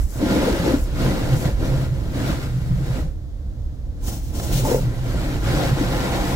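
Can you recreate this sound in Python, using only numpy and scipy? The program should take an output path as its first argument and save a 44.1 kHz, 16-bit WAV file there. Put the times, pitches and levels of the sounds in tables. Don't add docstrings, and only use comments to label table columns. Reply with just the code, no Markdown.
import sys
import numpy as np
from scipy import signal
from scipy.fft import rfft, irfft, next_fast_len
from scipy.io import wavfile
from scipy.ndimage import uniform_filter1d, map_coordinates

SR = 44100
rng = np.random.default_rng(int(sys.argv[2]) if len(sys.argv) > 2 else 0)


def how_loud(loudness_db):
    steps = np.asarray(loudness_db, float) / 20
    return 10 ** steps


def transcribe(u):
    v = np.clip(np.atleast_2d(u).T, -1, 1)
    q = np.round(v * 32767).astype(np.int16)
    wavfile.write(sys.argv[1], SR, q)


N = 280035


def unit(x):
    return x / np.sqrt(np.mean(x ** 2) + 1e-20)


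def along(points, hz):
    f, v = np.transpose(points)
    return np.interp(np.log(hz + 1), np.log(f + 1), v)


def curves(rows):
    times, *columns = np.transpose(rows)
    return [np.interp(np.arange(N) / SR, times, column) for column in columns]


def wobble(rate):
    knots = rng.standard_normal(int(N * rate / SR) + 4)
    return map_coordinates(knots, [np.arange(N) * rate / SR])


def filtered(x, response):
    m = next_fast_len(N + SR // 2)
    return irfft(rfft(x, m) * response(np.fft.rfftfreq(m, 1 / SR)), m)[..., :N]


def modes(table):
    def response(f):
        total = 0
        for k, (hz, width, db) in enumerate(table):
            total = total + (-1) ** k * how_loud(db) * 1j * f * width / (hz * hz - f * f + 1j * f * width)
        return total
    return response


def bumps(peaks, f):
    return sum(db * np.exp(-(2 * (f - hz) / width) ** 2) for hz, width, db in peaks)


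# pitch_hz, likeness (0 to 1)
LIKENESS = [(40, .9), (130, .92), (290, .86), (640, .72), (1100, .55), (1800, .35), (3500, .25),
            (15000, .22)]


def friction(slips, scatter_db, share):
    size = how_loud(scatter_db * rng.standard_normal((2, N))) * np.sign(rng.standard_normal((2, N)))
    grains = unit(size * (rng.random((2, N)) < slips / SR))
    pair = np.sqrt(share) * grains + np.sqrt(1 - share) * rng.standard_normal((2, N))

    def mid_and_side(hz):
        turn = np.arccos(np.clip(along(LIKENESS, hz), -1, 1)) / 2
        return np.array([np.cos(turn), np.sin(turn)])
    mid, side = filtered(pair, mid_and_side)
    return np.array([mid + side, mid - side])


def coloured(spectrum, force, peaks=()):
    return unit(filtered(force, lambda f: how_loud(along(spectrum, f) + bumps(peaks, f))))


def patchy(x, depth_db):
    z = signal.stft(x, nperseg=512)[2]
    field = uniform_filter1d(rng.standard_normal(z.shape[1:]), size=2, axis=0)
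    field = uniform_filter1d(field, size=4, axis=1)
    return signal.istft(z * how_loud(depth_db * unit(field)), nperseg=512)[1][:, :N]


def contact(starts, holds, levels_db, rise, fall):
    steepen_s = 0.28
    t = np.arange(0, N + 64, 64) / SR
    early = np.maximum(starts[:, None] - t, 0)
    late = np.maximum(t - (starts + holds)[:, None], 0)
    build_db = rise * early * (1 + early / steepen_s)
    release_db = fall * late * (1 + late / steepen_s)
    each_db = levels_db[:, None] - build_db - release_db
    total_db = 10 * np.log10(np.sum(how_loud(2 * each_db), axis=0) + 1e-12)
    return np.interp(np.arange(N) / SR, t, total_db)


# pitch_hz, level_db (per Hz)
BRISTLE = [(500, -7.5), (900, -4.5), (1150, -5), (1400, -3), (2270, -7), (2600, -9.5), (4000, -9.5),
           (6900, -16.5), (8000, -17), (11000, -21), (16000, -24)]
# pitch_hz, width_hz, level_db
GLASS = [(1023, 70, 2.5), (1260, 50, 2.5), (1400, 70, 5), (1570, 70, 2.5), (1950, 110, 3), (2200, 55, 3.5),
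         (2826, 60, 4), (3806, 50, 3), (7500, 500, 2.5)]


def bristle_hiss():
    slips = patchy(friction(slips=3000, scatter_db=4.5, share=0.39), depth_db=1.6)
    bristles = coloured(BRISTLE, slips, GLASS)
    sizzle = filtered(bristles, lambda f: 1 / (1 + (5500 / (f + 1)) ** 6))
    return bristles, sizzle


# pitch_hz, width_hz, level_db
DOOR = [(190, 21, -3.5), (260.3, 24.3, -2), (301.2, 17.5, -0.5), (350, 49.3, -4), (373.5, 46, -7),
        (480, 135, -12.5), (536, 55, -19.5), (654, 103, -13), (754, 75, -17.5)]
PILLAR = [(407, 41, -3.5), (474, 27, -7.5), (521, 44, 2.5), (598, 43, -9.5), (870, 32, -4.5),
          (1010, 83, -15)]
SIDE_GLASS = [(691, 66, 3.5), (855, 109, 0.5), (1055, 79, -5.5)]


def panel_drumming(flutter):
    force = how_loud(0.5 * flutter + 0.42 * wobble(35)) * friction(slips=500, scatter_db=5.5, share=0.28)
    return [unit(filtered(force, modes(panel))) for panel in (DOOR, PILLAR, SIDE_GLASS)]


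# start_s (full contact), hold_s, hiss_db, drumming_over_hiss_db
STROKES = [(-.06, 0.036, -45, 7), (.15, .02, -52, 4), (.225, 0.036, -38, 17.5), (.31, 0.19, -32.5, 15),
           (.56, 0.041, -35, 4.5), (0.661, 0.058, -33, 14.5), (.88, 0.096, -45.5, 12),
           (1.02, 0.09, -34.5, 14), (1.16, 0.18, -37, 12.5), (1.431, 0.045, -37, 13),
           (1.632, 0.045, -39.5, 15.5), (1.72, 0.12, -41.5, 12.5), (1.95, 0.14, -49, 15),
           (2.17, 0.053, -38.5, 14), (2.281, 0.034, -34, 11.5), (2.42, 0.02, -40, 8.5),
           (2.5, 0.29, -49, 10), (2.871, 0.12, -42.5, 12.5), (4.076, 0.056, -50, 16.5),
           (4.2, 0.072, -66, 17), (4.36, 0.098, -49, 18.5), (4.51, 0.065, -44, 16), (4.68, .04, -37, 17),
           (4.8, 0.19, -46, 12.5), (5.06, 0.13, -41.5, 12.5), (5.21, 0.14, -39.5, 11.5),
           (5.481, 0.2, -32, 9.5), (5.79, 0.15, -34.5, 10), (5.99, 0.17, -33, 9.5), (6.22, .2, -34, 9.5)]
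# time_s, place (0 door to 1 pillar), side_glass_db, left_minus_right_db
TRAVEL = [(0, 0.09, -14, 3.5), (.22, 0.21, -13, -1), (.5, 0.35, -12.5, -0.5), (.7, 0.49, -9, -0.5),
          (.8, 0.32, -11, -0.5), (1.3, 0.32, -9, -1), (2.3, 0.18, -11, -0.5), (3, .3, -11, -1),
          (4.1, 0.077, -6.5, -1.5), (4.6, 0.32, -8.5, -2), (5.1, 0.19, -10.5, -0.5), (5.5, 0.15, -8, -1),
          (5.65, 0.43, -4.5, -0.5), (5.9, 0.18, -5.5, -1), (6.35, 0.27, -2.5, -.5)]


def brushes():
    starts, holds, stroke_db, over_db = np.transpose(STROKES)
    hiss_db = contact(starts, holds, stroke_db, rise=130, fall=118)
    drum_db = contact(starts, holds, stroke_db + over_db, rise=160, fall=112)
    place, reach_db, pan_db = curves(TRAVEL)
    place = np.clip(place + 0.07 * wobble(12), 0, 1)
    flutter = wobble(20)

    bristles, sizzle = bristle_hiss()
    wet_db = np.minimum(0.15 * (-30 - hiss_db), 6)
    wet_bristles = bristles + (how_loud(wet_db) - 1) * sizzle
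    swish = how_loud(hiss_db + 3.5 + 0.46 * flutter + 0.17 * wobble(33)) * wet_bristles

    door, pillar, side_glass = panel_drumming(flutter)
    panels = np.sqrt(1 - place) * door + np.sqrt(place) * pillar + how_loud(reach_db) * side_glass
    drum = how_loud(drum_db - 1.24) * panels
    return how_loud([pan_db / 2, -pan_db / 2]) * (swish + drum + rinse(sizzle) + hard_drag(pillar))


# start_s, hold_s, level_db
RINSE = [
    (-.05, 0.09, -44.5),
    (.11, 0.075, -43),
    (.79, 0.059, -43),
    (1.37, 0.063, -39),
    (6.28, 0.11, -42),
]


def rinse(sizzle):
    return how_loud(contact(*np.transpose(RINSE), rise=190, fall=310)) * unit(sizzle[::-1, ::-1])


# time_s, level_db
MACHINE = [(0, -12), (.12, -29), (.3, -23), (.5, -27.5), (.85, -20.5), (1.05, -22.5), (1.2, -26),
           (1.6, -20.5), (1.9, -24.5), (2.5, -25.5), (2.68, -24.5), (3.1, -21.5), (3.2, -28.5), (3.6, -26),
           (4.6, -23), (5.3, -23), (5.5, -24.5), (6.35, -26.5)]
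# pitch_hz, level_db (per Hz)
RUMBLE = [(11, -38), (18, -9.5), (44, -1.5), (70, -6), (86, -8), (110, -35), (140, -52), (240, -120)]


def machinery():
    rumble_db = curves(MACHINE)[0]
    rumble = coloured(RUMBLE, friction(slips=32, scatter_db=3.5, share=0.099))
    return how_loud(rumble_db - 1.15) * rumble


# pitch_hz, level_db (per Hz)
HALL = [(65, -33), (110, 3.5), (150, -9), (220, -12.5), (320, -13), (360, -24), (520, -21), (900, -36.5),
        (1800, -42), (2650, -48.5), (3500, -44), (7600, -48.5), (8300, -52), (15800, -56.5)]


def wash_hall():
    hall = coloured(HALL, friction(slips=1800, scatter_db=2, share=0.052))
    hall[0] = filtered(hall[0], lambda f: how_loud(-5 / (1 + (f / 600) ** 4)))
    return hall * how_loud(-35.5 + 0.7 * wobble(6))


# start_s, peak_db, pitch_hz, fade_s (to fall 60 dB)
SLAPS = [(0.224, -8, 305, 0.16), (.36, -11, 303, 0.048), (.475, -6.5, 480, 0.045), (0.529, -17, 338, 0.21),
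         (0.678, -6, 334, .05), (0.738, -5, 285, 0.1), (0.429, -8, 190, 0.063), (0.598, -16, 170, 0.28),
         (1.043, -9.5, 137, 0.15), (1.33, -15, 134, 0.17), (1.61, -21, 320, 0.15), (1.739, -9, 130, 0.082),
         (1.454, -0.5, 143.5, 0.045), (2.296, -14, 164, 0.14), (2.614, -14.5, 130, 0.082),
         (4.08, -5.5, 87, 0.05), (4.135, -40, 650, 0.026), (4.3, -20, 69.4, 0.14),
         (4.396, -0.5, 110, 0.024), (4.533, -12, 155, 0.083), (4.65, -19, 870, 0.092),
         (4.715, -11, 488, 0.08), (4.745, -4.5, 460, 0.037), (.852, -20, 61.3, .12),
         (2.805, -25, 330, 0.049), (5.055, -25, 510, 0.053), (5.43, -19, 305, 0.094),
         (5.537, -15, 307, 0.16), (5.565, -14, 145, .1), (5.81, -10.5, 298, 0.084)]


def slaps():
    out, t = np.zeros(N + SR), np.arange(SR // 3) / SR
    scuffs = signal.lfilter([0.12], [1, -0.88], rng.standard_normal((len(SLAPS), len(t))))
    for (start, db, hz, fade_s), scuff in zip(SLAPS, scuffs):
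        fade = how_loud(-60 * t / fade_s)
        overtone = 0.2 * np.sin(2 * np.pi * 1.19 * hz * t) * fade
        ring = np.sin(2 * np.pi * hz * t) + overtone
        push = (1 - np.exp(-t * hz / 0.69)) * fade * ring
        rub = 0.4 * scuff * how_loud(-60 * t / 0.033) * (1 - np.exp(-t / 0.0029))
        out[round(start * SR):][:len(t)] += how_loud(db) * (push + rub)
    return out[:N]


# start_s, hold_s, level_db
LEANS = [(.25, 0.19, -23), (.58, 0.16, -24), (.97, .17, -20.5), (1.21, 0.055, -28), (1.311, 0.06, -16),
         (1.43, 0.11, -25.5), (1.65, 0.037, -25), (1.73, .11, -19.5), (1.9, .32, -24.5), (2.27, .04, -24),
         (2.36, 0.11, -25.5), (2.58, 0.037, -20.5), (2.72, 0.087, -17.5), (2.9, 0.021, -20),
         (2.98, 0.071, -23), (4.07, .37, -32), (4.53, 0.11, -19.5), (4.66, .1, -26), (4.8, 0.08, -18),
         (4.95, .35, -23.5), (5.37, 0.024, -20), (5.47, .14, -22), (5.66, 0.077, -17.5), (5.85, 0.1, -21.5),
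         (6.04, 0.13, -24.5), (6.22, .15, -26)]
# pitch_hz, width_hz, level_db
AIR = [(110, 24.6, -4.5), (130, 22.4, -0.5), (170, 61.5, -5), (190, 87, -13.5)]


def cabin_boom():
    boom_db = contact(*np.transpose(LEANS), rise=90, fall=260)
    force = friction(slips=68, scatter_db=4.5, share=0.27)
    boom = unit(filtered(force, lambda f: modes(AIR)(f) ** 2))
    return how_loud(boom_db - 3) * boom


# start_s, hold_s, level_db, lower_hiss_db (relative)
WIPES = [(4.04, .03, -38.5, -10), (4.075, 0.021, -31, -7), (4.125, 0.034, -37, -8),
         (4.17, 0.13, -43.5, -5.5), (4.355, .045, -32, -6.5), (4.433, 0.014, -31, -6.5),
         (4.47, .03, -35, -2.5), (4.53, 0.067, -28, -2), (4.65, 0.067, -29.5, -9), (4.73, 0.042, -31, -14),
         (4.8, 0.031, -44, 2)]
# pitch_hz, level_db (per Hz)
WET_WINDOW = [(4400, -54), (5000, 3), (5300, 4), (7500, 3.5), (9500, 1.5), (11000, -3), (14500, -2.5),
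              (16000, 6)]
HARD_PRESS = [(2000, -8.5), (2900, -0.5), (3500, -1.5), (4600, 0), (5300, -21), (6500, -20)]


def window():
    starts, holds, wipe_db, press_db = np.transpose(WIPES)
    wet_db = contact(starts, holds, wipe_db, rise=620, fall=230)
    hard_db = contact(starts, holds, wipe_db + press_db, rise=620, fall=230)
    wet = coloured(WET_WINDOW, patchy(friction(slips=5000, scatter_db=3, share=0.2), depth_db=1.3))
    hard = coloured(HARD_PRESS, friction(slips=3700, scatter_db=3, share=0.25))
    chatter_db = 0.9 * wobble(45)
    return how_loud(chatter_db) * (how_loud(wet_db) * wet + how_loud(hard_db - 4.5) * hard)


# start_s, hold_s, level_db
DRAG = [
    (4.655, 0.13, -31),
]


def hard_drag(pillar):
    return how_loud(contact(*np.transpose(DRAG), rise=390, fall=710)) * pillar


def scene():
    return brushes() + machinery() + wash_hall() + slaps() + cabin_boom() + window()


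def roll_off(x):
    return signal.sosfilt(signal.butter(12, 16820, fs=SR, output="sos"), x)


# pitch_hz, left_minus_right_db
PORTS = [(40, -2), (90, -4.5), (140, 0.5), (400, 3.5), (1200, 0.5), (2400, 2), (4500, -0.5), (7000, 0),
         (15000, 7)]
# pitch_hz, width_hz, level_db
DUCTS = [
    [(10440, 370, -5.5)],
    [(8630, 1400, -8.5), (12550, 1000, -11)],
]


def record(dry):
    def openings(hz):
        tilt_db = np.array([[1], [-1]]) * along(PORTS, hz) / 2
        notch_db = [bumps(duct, hz) for duct in DUCTS]
        delay_s = np.array([[0.00016], [0]])
        return how_loud(tilt_db + notch_db) * np.exp(-2j * np.pi * hz * delay_s) * (hz < 15800)
    return roll_off(filtered(dry, openings))


dry = scene()
out = record(dry)
transcribe(out)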